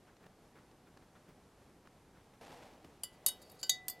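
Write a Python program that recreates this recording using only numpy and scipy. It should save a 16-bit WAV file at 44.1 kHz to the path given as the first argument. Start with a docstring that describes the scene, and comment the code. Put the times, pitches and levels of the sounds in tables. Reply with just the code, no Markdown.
"""A lab coat rustles close by and glassware ticks in a gloved hand, over the low rumble and hiss of a
quiet garden. After three seconds a glass rod, lowered into a beaker, clinks five times, mostly with a
bounce. Each impact sets both glasses in free vibration, their modes weighted by the point of contact.
Between blows the rod grazes the wall, and friction keeps both faintly ringing. Nearby surfaces scatter
the sound of the glass."""
import sys
import numpy as np
from scipy import signal
from scipy.fft import rfft, irfft
from scipy.io import wavfile
from scipy.ndimage import uniform_filter1d

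SR = 44100
rng = np.random.default_rng(int(sys.argv[2]) if len(sys.argv) > 2 else 0)


def bounce(signal):
    """Save signal as a 16-bit WAV file at the path given by the first command-line argument."""
    frames = np.transpose(np.atleast_2d(signal))
    limited = np.clip(frames, -1, 1)
    pcm = np.round(limited * 32767).astype(np.int16)
    wavfile.write(sys.argv[1], SR, pcm)


N = 176400

# beaker modes, one per column; rows: pitch_hz, foot_db, wall_db, rim_db (places 0, 1, 2), t60_s
BEAKER_MODES = [
    [745, 1991, 2035, 3467, 3771, 4000, 4200, 4492, 4607, 5216, 6020, 6266, 6480, 6635, 6790, 8365, 10770,
     12215, 12420, 14560],
    [-62, -47, -48, -50, -29.5, -38, -38, -40, -35, -39, -33, -43, -31, -25, -46, -28, -60, -56, -52, -46],
    [-59, -45, -51, -43, -31, -35, -35, -45, -30.5, -54, -34, -43, -31, -24.5, -45, -39, -30, -34, -41, -34],
    [-62, -45, -51, -44, -52, -48, -46, -39, -46, -45, -46, -52, -46, -46, -52, -32, -40, -29, -38, -36],
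    [1.8, .72, .15, .21, .175, .035, .035, .16, .125, .18, .04, .13, .03, .03, .12, .055, .07, .07, .06,
     .055],
]
# rod modes, one per column; rows: pitch_hz, tip_db, shaft_db (places 0, 1), t60_s
ROD_MODES = [
    [1529, 2955, 3185, 4518, 4620, 4678, 4930, 5080, 5221, 7090, 7400, 7685, 9522, 9718, 9800, 11322, 11420,
     11915, 12600, 13100, 13540, 14300],
    [-60, -44.5, -62, -43, -42, -40, -38, -44, -57, -45, -36, -45, -43, -34, -36, -54, -35, -43, -42, -44,
     -38, -35],
    [-57, -45, -62, -36, -54, -41, -42, -40, -43, -56, -52, -36, -30, -34, -42, -34, -34, -37, -54, -35,
     -40, -48],
    [.28, .175, .35, .13, .11, .125, .105, .04, .11, .07, .065, .05, .055, .04, .055, .06, .04, .06, .07,
     .025, .045, .045],
]
# points at which the colour of a contact is set: frequency_hz
COLOUR_HZ = [1500, 3000, 4700, 7000, 10000, 13500]
# impacts of rod on beaker: start_s, contact_s, beaker_place, rod_place, beaker_db, rod_db, crack_db,
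# knock_db, then one colour_db for each of COLOUR_HZ
IMPACTS = [(3.0340, 0.0015, 1.8, 0, -17, -3, -7, -1, -4.5, 2, -6.5, -2.5, 3, -8.5),
           (3.2623, 0.0012, 0.75, 1, -9.5, -0.5, 0, 4.5, -8.5, 2, 1, 7, 7, 7),
           (3.2820, 0.0018, 0, 1, -17, -3.5, -9, -2, -9, 6, -5.5, -1, 5, -6),
           (3.2870, 0.0024, 0, 1, -17.5, -18, -5, -19, 6, -1.5, -2, 7, -4, -8),
           (3.6296, 0.0015, 0.11, 0, -24, -3.5, -8, -.5, 9, 1.5, 2.5, 7.5, -33, -24),
           (3.6349, 0.00064, 2.4, 0, -36, -19, -13, -5, -4, -5, 7, -4, -22, -23),
           (3.694, 0.0022, 1, .6, 1.5, -9.5, 6, 3.5, -2.5, 1, 1.5, 7, -3.5, -7.5),
           (3.8822, 0.00057, 2.3, .6, -11.5, -17.5, -7, -4, 2, -2, 4, 3, 4, 2),
           (3.8975, 0.0024, 2.1, .6, -15.5, -16, -13, -8, -6, -4, 6, 9, 1.5, 6)]
# dense, short overtones of the contact: frequency_hz, density_db
CRACK_SPECTRUM = [(300, -35), (1000, -25), (1600, -9.5), (2400, -5.5), (3200, 1.5), (4200, -15), (5500, -1),
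                  (6600, 3.5), (10000, 0.5), (13500, 7.5), (15000, 3), (16500, -31)]
CRACK_DB, CRACK_T60_S = -30, 0.027
BITE_DB, BITE_T60_S = -24, 0.006  # the first hard instant of the crack
OVERTONE_DB, OVERTONE_T60_S, OVERTONE_SPREAD_DB = -57, 0.06, 4
OVERTONE_RANGE_HZ = (6800, 16000)
# dull knock passed on to the table: frequency_hz, density_db
KNOCK_SPECTRUM = [(100, -28), (350, -13), (550, 4.5), (750, -8), (1080, 2.5), (1400, -14), (3000, -9)]
KNOCK_DB, KNOCK_T60_S = -41.5, 0.04

# the rod catches on the wall: start_s, length_s, rasp_db, fizz_db
CATCHES = [(3.125, 0.023, -74.5, -80), (3.354, 0.039, -82, -81), (3.417, 0.012, -60.5, -62.5),
           (3.445, 0.056, -76.5, -80), (3.496, 0.0079, -67.5, -68), (3.512, .012, -75, -60),
           (3.538, 0.024, -79, -73.5), (3.588, 0.02, -63, -82), (3.612, 0.0079, -69.5, -66),
           (3.64, 0.055, -69, -67.5), (3.993, 0.027, -65, -70)]
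# rasp of a catch: frequency_hz, density_db
RASP_SPECTRUM = [(1500, -26), (3000, -13), (3800, 0), (4650, 12), (5800, -9), (7400, 9), (8700, -10),
                 (10000, 5.5), (13000, -15), (15500, -22.5)]
# high fizz of a catch: frequency_hz, density_db
FIZZ_SPECTRUM = [(5000, -32), (9000, -5), (11500, -4), (12600, 3), (14000, -11.5), (15500, -18)]
# the rod drags round the wall: time_s, level_db
DRAG_LEVELS = [(3.28, -110), (3.35, -83), (3.43, -74), (3.52, -82.5), (3.6, -73), (3.68, -79), (3.75, -110)]
# sliding friction: frequency_hz, density_db
DRAG_SPECTRUM = [(1500, -5.5), (3700, -10), (4600, -1), (6000, -8), (15000, -14.5)]
GRAZE_GRAIN_DB, GRAZE_RING_DB = 3, -6.5

SCATTER_DB, SCATTER_T60_S = -15, 0.16
# stereo width of the clinks' tail, narrow in the mids and wide in the treble: frequency_hz, gain_db
TAIL_WIDTH = [(1000, -25), (2200, -32), (3500, -23), (4800, -1.5), (12000, 2)]
TAIL_WIDTH_DB = -24

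# ticks of handled glassware: start_s, body_db, snap_db
TICKS = [(.166, -65, -67), (0.2647, -57, -69), (.563, -66, -80), (0.712, -71, -69), (0.9716, -55, -62),
         (1.872, -54, -72), (2.845, -61, -63)]
# hollow body of a tick: frequency_hz, density_db
TICK_BODY_SPECTRUM = [(200, 0), (600, 0), (1100, 5), (1900, -5), (2700, -12), (4000, -15), (9000, -32)]
# thin snap of a tick: frequency_hz, density_db
TICK_SNAP_SPECTRUM = [(1000, -14), (2600, 1), (4000, -1), (5500, -4), (7500, -13), (15000, -28)]
TICK_S = 0.0048

# creases of coat and glove: start_s, length_s, crease_db, thump_db
CREASES = [(0.062, 0.059, -65.5, -81), (0.204, 0.027, -68.5, -68), (0.225, 0.031, -66.5, -65),
           (0.26, 0.0062, -72, -56), (0.549, 0.049, -64.5, -63.5), (0.864, 0.029, -67, -64),
           (1.009, 0.036, -70, -65), (1.151, 0.025, -62, -81), (1.278, 0.036, -66, -57),
           (1.591, 0.013, -70, -84), (1.85, 0.021, -67, -66), (2.142, 0.067, -68.5, -70),
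           (2.332, 0.028, -67, -65), (2.841, 0.016, -62, -55)]
# creasing cloth: frequency_hz, density_db
CREASE_SPECTRUM = [(100, -8), (400, 1.5), (900, -0.5), (1450, 1), (2100, -3.5), (3000, -10.5),
                   (5000, -18.5), (9000, -26), (15000, -32)]
# soft thump of cloth: frequency_hz, density_db
THUMP_SPECTRUM = [(50, -17), (110, -5), (165, 2.5), (300, -5.5), (800, -23), (3000, -39)]
# the sleeve swishes as the arm moves: time_s, level_db
SLEEVE_LEVELS = [(2.407, -91), (2.412, -55.5), (2.53, -55.5), (2.6, -58), (2.665, -57), (2.7, -64),
                 (2.8, -68.5), (3.0, -76)]
# swish of the sleeve: frequency_hz, density_db
SLEEVE_SPECTRUM = [(40, -14), (130, -4.5), (330, -5), (480, -1), (850, 0), (1150, -10), (2500, -13),
                   (4500, -18), (10000, -27.5), (12500, -29), (16000, -46)]
CLOTH_GRAIN_DB = 2

# soft rush in the background: time_s, level_db
RUSH_LEVELS = [(2.0, -90), (2.4, -82), (2.7, -66), (2.95, -77), (3.15, -67.5), (3.3, -65.5), (3.55, -65.5),
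               (3.7, -74), (3.85, -74.5), (4.0, -63.5)]
# low-mid colour of that rush: frequency_hz, density_db
RUSH_SPECTRUM = [(150, -30.5), (400, 5), (800, 1.5), (1300, -14), (3000, -12), (8000, -30)]
# outdoor rumble and hiss: frequency_hz, density_db
AIR_SPECTRUM = [(12, -28.5), (20, -6), (37, -5), (68, -3.5), (142, -3), (204, -2.5), (234, -3.5), (472, -7),
                (542, -9.5), (590, -10), (738, -9.5), (1370, -17), (2750, -24), (12100, -32),
                (16000, -53.5)]
# stereo width of the rumble and hiss: frequency_hz, density_db
AIR_SIDE_SPECTRUM = [(40, 4), (170, -11), (900, -9.5), (1500, -2.5), (7500, -0.5), (11000, -27),
                     (16000, -20)]
AIR_DB, AIR_SIDE_DB, AIR_WANDER_DB = -63.5, -86.5, 0.6

SIDES = np.array([[1], [-1]])  # sign of a difference signal, left and right
MIC_LAG_S, CUTOFF_HZ = 5e-6, 16100


def clinks(t):
    """Impact excitation: each blow rings beaker and rod, cracks at the contact and knocks the table."""
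    out = np.zeros(N)
    for start, contact_s, beaker_place, rod_place, *levels in IMPACTS:
        beaker_db, rod_db, crack_db, knock_db, *colour = levels
        first = int(start * SR)
        age = t[:N - first]
        beaker = undb(beaker_db) * ring(age, BEAKER_MODES, beaker_place, colour)
        rod = undb(rod_db) * ring(age, ROD_MODES, rod_place, colour)
        decay = undb(CRACK_DB) * fade(age, CRACK_T60_S) + undb(BITE_DB) * fade(age, BITE_T60_S)
        burst = decay * tint(noise(CRACK_SPECTRUM), COLOUR_HZ, colour)[:len(age)]
        crack = undb(crack_db) * (burst + ring(age, overtones(count=50), 0, colour))
        knock = undb(KNOCK_DB + knock_db) * fade(age, KNOCK_T60_S) * noise(KNOCK_SPECTRUM)[:len(age)]
        onset = np.minimum(age / contact_s, 1)
        out[first:] += (beaker + rod + crack + knock) * onset
    return out


def ring(t, modes, place, colour):
    """Modal superposition: damped sinusoids add, weighted by the place and colour of the contact."""
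    out = np.zeros(len(t))
    for (hz, *levels, t60), phase in zip(zip(*modes), rng.random(len(modes[0]))):
        age = t[:int(2 * t60 * SR)]
        place_db = np.interp(place, np.arange(len(levels)), levels)
        colour_db = np.interp(np.log(hz), np.log(COLOUR_HZ), colour)
        envelope = undb(place_db + colour_db) * fade(age, t60)
        out[:len(age)] += envelope * np.sin(2 * np.pi * (hz * age + phase))
    return out


def overtones(count):
    """High modal density: weak, short modes lie among the main ones, drawn at random for each blow."""
    hz = rng.uniform(*OVERTONE_RANGE_HZ, count)
    db = OVERTONE_DB + np.interp(hz, *np.array(CRACK_SPECTRUM).T)
    db += OVERTONE_SPREAD_DB * rng.standard_normal(count)
    t60 = OVERTONE_T60_S * 2 ** rng.uniform(-0.5, 0.31, count)
    return hz, db, t60


def grazes(t):
    """Forced vibration: friction drives both glasses, and rasps and fizzes where the rod catches."""
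    start, length, rasp_db, fizz_db = np.array(CATCHES).T
    grain = undb(GRAZE_GRAIN_DB * wander(rate_hz=600))
    rasp = swells(t, start, length, rasp_db) * noise(RASP_SPECTRUM) * grain
    fizz = swells(t, start, length, fizz_db) * noise(FIZZ_SPECTRUM) * grain
    drag = curve(t, DRAG_LEVELS) * noise(DRAG_SPECTRUM) * grain
    flat = np.zeros(len(COLOUR_HZ))
    response = ring(t, BEAKER_MODES, 0, flat) + ring(t, ROD_MODES, 1, flat)  # foot and shaft
    friction = undb(GRAZE_RING_DB) * rasp + drag
    ringing = signal.fftconvolve(friction, response / np.linalg.norm(response))[:N]
    return rasp + fizz + ringing


def scatter(x, t):
    """Diffuse reflection: table, coat and hedge return a short, decaying spray of echoes."""
    echoes = (rng.standard_normal(N) * fade(t, SCATTER_T60_S))[:SR // 2]
    return signal.fftconvolve(x, echoes / np.linalg.norm(echoes))[:N]


def ticks(t):
    """Brief transients are broadband: handled glassware ticks with a hollow body and a thin snap."""
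    start, body_db, snap_db = np.array(TICKS).T
    length = np.full(len(start), TICK_S)
    body = swells(t, start, length, body_db) * noise(TICK_BODY_SPECTRUM)
    snap = swells(t, start, length, snap_db) * noise(TICK_SNAP_SPECTRUM)
    return body + snap


def coat(t):
    """Buckling and friction: cloth creases, at times with a soft thump, and the sleeve swishes once."""
    start, length, crease_db, thump_db = np.array(CREASES).T
    creases = swells(t, start, length, crease_db) * noise(CREASE_SPECTRUM)
    swish = curve(t, SLEEVE_LEVELS) * noise(SLEEVE_SPECTRUM)
    grain = undb(CLOTH_GRAIN_DB * wander(rate_hz=350))
    thumps = swells(t, start, length, thump_db) * noise(THUMP_SPECTRUM)
    return (creases + swish) * grain + thumps


def outdoors(t):
    """Ambient noise, highly correlated left and right: rumble, hiss and a soft rush that swells later."""
    air = undb(AIR_DB + AIR_WANDER_DB * wander(rate_hz=12)) * noise(AIR_SPECTRUM)
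    rush = curve(t, RUSH_LEVELS) * noise(RUSH_SPECTRUM)
    width = undb(AIR_SIDE_DB) * noise(AIR_SIDE_SPECTRUM)
    return air + rush + width * SIDES


def undb(db):
    """Amplitude ratio of a level in decibels."""
    return 10 ** (np.asarray(db) / 20)


def noise(spectrum):
    """Filtered white noise of rms 1; the spectrum sets only its shape."""
    x = tint(rng.standard_normal(N), *np.array(spectrum).T)
    return x / x.std()


def tint(x, hz, db):
    """Zero-phase filtering, with the gain interpolated over log frequency."""
    bin_hz = np.maximum(np.fft.rfftfreq(N, 1 / SR), 1)
    gain = undb(np.interp(np.log(bin_hz), np.log(hz), db))
    return irfft(rfft(x) * gain, N)


def wander(rate_hz):
    """Random modulation: smoothed steps with a standard deviation of 1."""
    hold = max(int(SR / rate_hz), 1)
    steps = np.repeat(rng.standard_normal(N // hold + 1), hold)
    x = uniform_filter1d(steps, hold)[:N]
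    return x / x.std()


def fade(t, t60):
    """Exponential damping: the level falls 60 dB in t60 seconds."""
    return np.exp(-np.log(1000) * t / t60)


def curve(t, points):
    """Amplitude envelope through points of time_s, level_db."""
    return undb(np.interp(t, *np.array(points).T))


def swells(t, starts_s, lengths_s, peaks_db):
    """Critically damped pulses: each rises quickly and falls more softly."""
    out = np.zeros(N)
    for start, length, db in zip(starts_s, lengths_s, peaks_db):
        rise_s = length / np.e
        progress = np.maximum(t - start, 0) / rise_s
        out += undb(db) * progress * np.exp(1 - np.minimum(progress, 100))
    return out


def scene():
    """Superposition in stereo: glass just off axis, its tail wide in the treble, the rest central."""
    t = np.arange(N) / SR
    glass = clinks(t) + grazes(t)
    # the two sides of the microphone each take half the lag, in opposite directions
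    lag = np.exp(-1j * np.pi * np.fft.rfftfreq(N, 1 / SR) * MIC_LAG_S * SIDES)
    direct = irfft(rfft(glass) * lag, N)
    width = undb(TAIL_WIDTH_DB) * tint(scatter(glass, t), *np.array(TAIL_WIDTH).T)
    tail = undb(SCATTER_DB) * scatter(glass, t) + width * SIDES
    return direct + tail + ticks(t) + coat(t) + outdoors(t)


def record(dry):
    """Band limiting: a steep low-pass filter removes the highest treble."""
    return signal.sosfilt(signal.ellip(8, 0.2, 70, CUTOFF_HZ, fs=SR, output="sos"), dry)


dry = scene()
out = record(dry)
bounce(out)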